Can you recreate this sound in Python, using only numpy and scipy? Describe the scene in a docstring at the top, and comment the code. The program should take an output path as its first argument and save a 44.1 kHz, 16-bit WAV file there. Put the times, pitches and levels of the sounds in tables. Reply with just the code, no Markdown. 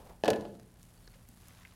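"""A faint shuffle over a low hum, then a heavy, hard piece, probably the lid, meets the concrete floor
beside an open toilet tank. One edge lands, the other follows with a clunk, and it chatters to rest.
Each contact sounds the hollow body, the hard shell and the grit beneath; the body rings briefly in the
workshop. Then a sleeve rustles and a few small taps reach the one microphone, with a faint high
chirping far off."""
import sys
import numpy as np
from scipy import signal
from scipy.fft import rfft, irfft
from scipy.io import wavfile

SR = 44100
rng = np.random.default_rng(int(sys.argv[2]) if len(sys.argv) > 2 else 0)


def to_wav(s):
    """Save 16-bit WAV."""
    ch = np.atleast_2d(s).T  # columns
    pcm = np.round(np.clip(ch, -1, 1) * 32767)  # PCM
    wavfile.write(sys.argv[1], SR, pcm.astype(np.int16))


N = 77175
TIME = np.arange(N) / SR

# colour of the room air: f/Hz, level/dB
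AIR_COLOUR = [(15, -11), (26, -8), (36, 13.5), (55, 5), (110, 4.5), (182, -3.5), (277, -7.5), (485, -13),
              (740, -12), (1220, -22.5), (1760, -22), (2750, -50), (11100, -59), (16000, -49)]
# tones of the hum: f/Hz, level/dB
HUM_TONES = [(86.1, -71), (118.4, -67), (176.5, -68), (235.5, -74)]
# hiss of the sleeve: t/s, level/dB
SLEEVE_ENVELOPE = [(0, -67), (.2, -70.5), (.72, -71), (.85, -66.5), (1.1, -67.5), (1.3, -68), (1.5, -65),
                   (1.62, -67), (1.75, -68.5)]
# its colour: f/Hz, level/dB
SLEEVE_COLOUR = [(1000, 3.5), (3000, 5.5), (6000, 4), (11000, 8), (16000, -2)]
# the person shifts: t/s, level/dB
SHUFFLE_ENVELOPE = [(0, -52), (.11, -55), (.17, -66), (.25, -100), (1.0, -75.5), (1.35, -89), (1.55, -66),
                    (1.75, -93)]
# its colour: f/Hz, level/dB
SHUFFLE_COLOUR = [(120, 9.5), (300, -2), (500, 4.5), (850, 3), (1300, -10), (3000, -17.5), (8000, -25)]
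# the arm draws back along the clothes: t/s, level/dB
RUB_ENVELOPE = [(0, -78.5), (1.38, -72), (1.5, -64.5), (1.62, -65.5), (1.75, -68.5)]
# its colour: f/Hz, level/dB
RUB_COLOUR = [(500, -1), (1000, 11.5), (1800, 9.5), (3500, 4.5), (7000, 0.5), (14000, -58)]
# scuffs and ticks of handling: t/s, level/dB, centre f/Hz, width/octaves, t60/s
SCUFFS = [(0.108, -50.5, 795, 0.5, 0.035), (0.8301, -45.5, 6040, 0.74, 0.0044),
          (0.838, -62, 7000, .8, 0.0045), (1.0764, -48, 4380, 0.33, 0.012), (1.076, -56, 1390, 0.43, 0.036),
          (1.0767, -54.5, 447, 0.32, 0.032), (1.138, -60, 1260, 1.33, 0.11),
          (1.2885, -44, 9300, 0.78, 0.0046), (1.4837, -43, 9400, 1, 0.0053),
          (1.6500, -49.5, 2020, 0.38, .03), (1.6735, -49, 2400, .7, 0.0041)]
# the lid meets the floor: t/s, hollow thud/dB, shell clink/dB, hard clack/dB, gritty tick/dB
FLOOR_CONTACTS = [(0.2373, -17.5, -17, -61, -29), (0.2467, -23.5, -31.5, -31.5, -28.5),
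                  (0.2557, -44, -28, -25, -50), (0.2580, -32.5, -33, -27.5, -34),
                  (0.2643, -39, -27, -36, -46), (0.2796, -23, -23, -15, -21.5),
                  (0.2827, -15.5, -25, -31, -30), (0.2867, -13, -23.5, -34, -44),
                  (0.3035, -39, -34, -32, -14.5), (0.3053, -27, -31, -55, -21.5),
                  (0.308, -27, -25.5, -42, -30), (0.3333, -35.5, -22.5, -34, -55),
                  (0.3363, -42, -37, -51, -31.5), (0.3602, -30, -45, -35, -33),
                  (0.41, -48, -54, -48, -35.5), (0.422, -57, -61, -60, -50), (0.452, -34, -43.5, -41, -50),
                  (0.5520, -56.5, -76, -52.5, -45), (0.5976, -56.5, -77, -71, -44.5)]
# broad resonances of the hollow body: f/Hz, level/dB, t60/s
THUD_MODES = [(216.7, -18, 0.1), (452, -7, 0.03), (582, -15.5, 0.086), (624, 1.5, 0.018),
              (826, -15.5, 0.06)]
# bright modes of the hard shell: f/Hz, level/dB, t60/s
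SHELL_MODES = [(1700, -30.5, 0.03), (1680, -19.5, 0.051), (1730, -24, 0.2), (1880, -27.5, 0.048),
               (2604, -18.5, 0.038), (2930, -18.5, 0.025), (3090, -21.5, 0.013), (4100, -29, 0.03)]
# colour of the clack on concrete: f/Hz, level/dB
CLACK_COLOUR = [(700, -7.5), (1150, 6), (1700, 5.5), (2250, -1.5), (2900, 3.5), (4300, 1), (6000, -10.5),
                (10000, -17.5), (16000, -27)]
# colour of the grit's tick: f/Hz, level/dB
GRIT_COLOUR = [(1500, 6), (3000, -2), (4800, 4), (6700, 0.5), (7900, -9.5), (9700, -7.5), (12500, -13.5),
               (16000, -36)]
# narrow modes of the tank's cavity and walls, ringing on in sympathy: f/Hz, level/dB, t60/s
RING_MODES = [(130, -40.5, 1), (204.4, -35, 0.97), (289, -35, 0.2), (315, -28, 0.57), (346.3, -30, 0.64),
              (437.5, -23, 0.6), (503, -32.5, 0.36), (529.8, -25.5, .45), (550, -37, 0.182),
              (596, -42.5, 0.55), (651.4, -28.5, 0.26), (686, -38, 0.8), (760, -37, 0.43), (853, -40, .4)]
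# reverberation of the workshop: f/Hz, level/dB, t60/s
ROOM_DECAY = [(70, 0, 0.52), (128, 1, 1), (253, -1, 0.68), (409, -1, 0.56), (680, -5, 0.31),
              (1114, -3.5, 0.5), (2050, -12.5, .42), (4440, -19.5, 0.87), (9000, -17, 0.9),
              (15100, -14, 0.28)]
# light knocks of one pitch: t/s, level/dB, f/Hz, t60/s
LIGHT_KNOCKS = [(0.315, -28.5, 111.7, 0.077), (1.0765, -50, 4400, 0.017), (1.155, -53.5, 525, 0.042),
                (1.290, -40.5, 222, 0.032), (1.651, -38, 2080, 0.012), (1.6565, -47, 2500, 0.011)]
# distant chirps: t/s, length/s, start f/Hz, end f/Hz
FAR_CHIRPS = [(0.955, 0.043, 4450, 4620), (1.021, 0.072, 4480, 4200), (1.091, 0.047, 4650, 4180)]


def from_db(db):
    """Decibels to gain."""
    return 10 ** (np.asarray(db) / 20)


def rms_one(x):
    """Scale to unit power."""
    return x / np.sqrt(np.mean(x ** 2) + 1e-20)


def at_hz(points, hz, column=1):
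    """Read a column of a table on a log-frequency axis."""
    table = np.array(points)
    return np.interp(np.log(np.maximum(hz, 1)), np.log(table[:, 0]), table[:, column])


def noise(colour, size=N):
    """Noise of a given colour, unit power."""
    hz = np.arange(size // 2 + 1) * SR / size
    phases = np.exp(2j * np.pi * rng.random(len(hz)))
    return rms_one(irfft(from_db(at_hz(colour, hz)) * phases, size))


def drift(hz):
    """Random wander of unit power, mostly slower than hz."""
    return noise([(hz, 0), (hz * 10, -60)])


def dying(t60, size=N):
    """Exponential decay, 60 dB down after t60 seconds."""
    return np.exp(-np.log(1000) * TIME[:size] / max(t60, 1e-4))


def add(out, s, sound):
    """Mix a sound in at s seconds."""
    i = max(int(s * SR), 0)
    out[i:i + len(sound)] += sound[:max(N - i, 0)]


def filtered(x, kind, hz, order):
    """Butterworth filter."""
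    return signal.sosfilt(signal.butter(order, hz, kind, fs=SR, output="sos"), x)


def modes(table):
    """Decaying sines set off by one blow."""
    return sum(from_db(db) * dying(t60) * np.sin(2 * np.pi * hz * TIME) for hz, db, t60 in table)


def room_tone(air_db=-60, waver_rad=0.17):
    """Low room air and a hum whose tones waver in phase."""
    out = from_db(air_db) * noise(AIR_COLOUR)
    for hz, db in HUM_TONES:
        out += from_db(db) * np.sqrt(2) * np.sin(2 * np.pi * hz * TIME + waver_rad * drift(4))
    return out


def cloth(envelope, colour, grain_hz, grain_db=2.5):
    """Rubbing cloth: noise that catches and slips."""
    level = from_db(np.interp(TIME, *np.transpose(envelope)))
    return noise(colour) * level * rms_one(from_db(grain_db * drift(grain_hz)))


def scuffs():
    """Handling scuffs and ticks: short bursts of noise, each around one frequency."""
    out = np.zeros(N)
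    for s, db, hz, octaves, t60 in SCUFFS:
        colour = [(hz * 2 ** (k * octaves), -4 * k * k) for k in range(-3, 4)]
        fade = dying(t60, size=8192)
        burst = rms_one(noise(colour, size=8192) * fade)
        add(out, s, from_db(db) * burst * np.sqrt(np.mean(fade ** 2)))
    return out


def snap(colour, size=1024):
    """The pressure pulse that opens a crack: the shortest of its colour (minimum phase), height 1."""
    hz = np.arange(size // 2 + 1) * SR / size
    cepstrum = irfft(np.log(from_db(at_hz(colour, hz))))
    causal = 2 * cepstrum * (np.arange(size) < size // 2)
    pulse = irfft(np.exp(rfft(causal)))
    return pulse / np.abs(pulse).max()


def crack(colour, t60, wash_t60, wash_db, snap_db=-6.5, size=8192):
    """A hard contact: a snap, a very short burst and a weaker wash of dense high modes."""
    envelope = 0.5 * dying(t60, size) + from_db(wash_db) * dying(wash_t60, size)
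    out = noise(colour, size) * envelope
    add(out, 0, from_db(snap_db) * snap(colour))
    return out


def lid_clatter():
    """At each contact the shell clinks, clacks on the concrete and ticks on the grit."""
    out = np.zeros(N)
    clink = filtered(modes(SHELL_MODES), "high", hz=1485, order=3)
    for s, _, clink_db, clack_db, tick_db in FLOOR_CONTACTS:
        add(out, s, from_db(clink_db) * clink)
        add(out, s, from_db(clack_db) * crack(CLACK_COLOUR, t60=0.0027, wash_t60=0.052, wash_db=-14.5))
        add(out, s, from_db(tick_db) * crack(GRIT_COLOUR, t60=0.0021, wash_t60=0.036, wash_db=-20))
    return out


def lid_thud(blows):
    """The hollow body answers each blow, radiating little bass and little treble."""
    thud = filtered(modes(THUD_MODES), "high", hz=213, order=2)
    thud = filtered(thud, "low", hz=907, order=6)
    return signal.fftconvolve(blows, thud)[:N]


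def tank_ring(blows, build_s=0.012, flutter_db=3.5, flutter_hz=22.3):
    """Each blow tops up the energy of the tank's narrow modes, which ring in sympathy and flutter as they die."""
    out = np.zeros(N)
    step = 1 - np.exp(-1 / (build_s * SR))
    fed = signal.lfilter([step], [1, step - 1], blows ** 2 + 1e-18)
    for hz, db, t60 in RING_MODES:
        kept_per_sample = from_db(-60 / (t60 * SR)) ** 2
        energy = signal.lfilter([1], [1, -kept_per_sample], fed)
        gain = from_db(db + flutter_db * drift(flutter_hz))
        out += gain * np.sqrt(energy) * np.sin(2 * np.pi * (hz * TIME + rng.random()))
    return out


def workshop(x, delay_s=0.006, build_s=0.0061):
    """Diffuse reverberation reaches the microphone just after the direct sound and dies band by band."""
    edges_hz, tail = np.geomspace(45, 17000, 18), np.zeros(N)
    white = [noise([(1, 0), (SR, 0)]) for _ in range(2)]
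    build = 1 - np.exp(-TIME / build_s)
    for k, (low, high) in enumerate(zip(edges_hz, edges_hz[1:])):
        hz = np.sqrt(low * high)
        band = filtered(white[k % 2], "band", [low, high], order=2)
        band = rms_one(band * dying(at_hz(ROOM_DECAY, hz, column=2)) * build)
        width_gain = np.sqrt(2 * (high - low) / SR / N)
        add(tail, delay_s, from_db(at_hz(ROOM_DECAY, hz)) * width_gain * band)
    return signal.fftconvolve(x, tail)[:N]


def light_knocks(rise_cycles=4.6):
    """Each light knock sounds one mode with a softened onset."""
    out = np.zeros(N)
    for s, db, hz, t60 in LIGHT_KNOCKS:
        add(out, s, modes([(hz, db, t60)]) * (1 - dying(rise_cycles / hz)))
    return out


def far_chirps(level_db=-70):
    """Three faint, high gliding tones, far from the microphone."""
    out = np.zeros(N)
    for s, length, start_hz, end_hz in FAR_CHIRPS:
        glide_hz = np.linspace(start_hz, end_hz, int(length * SR))
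        tone = np.sin(2 * np.pi * np.cumsum(glide_hz) / SR)
        add(out, s, from_db(level_db) * np.hanning(len(tone)) * tone)
    return out


def scene():
    """The lid and the handling in the workshop, over cloth, room tone and chirps, in mono."""
    blows = np.zeros(N)
    for s, thud_db, *_ in FLOOR_CONTACTS:
        add(blows, s, from_db([thud_db]))
    clunk = lid_clatter() + lid_thud(blows)
    ring = tank_ring(blows)
    handling = scuffs() + light_knocks()
    clothes = (cloth(SLEEVE_ENVELOPE, SLEEVE_COLOUR, grain_hz=152)
               + cloth(SHUFFLE_ENVELOPE, SHUFFLE_COLOUR, grain_hz=42.6)
               + cloth(RUB_ENVELOPE, RUB_COLOUR, grain_hz=97))
    reverb = workshop(clunk + from_db(-3) * handling)
    return (clunk + ring + handling + reverb + clothes + room_tone() + far_chirps())[None]


def record(dry, cutoff_hz=15900):
    """A steep low-pass cuts the top of the microphone signal."""
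    return signal.sosfilt(signal.ellip(10, 0.1, 70, cutoff_hz, fs=SR, output="sos"), dry)


dry = scene()
out = record(dry)
to_wav(out)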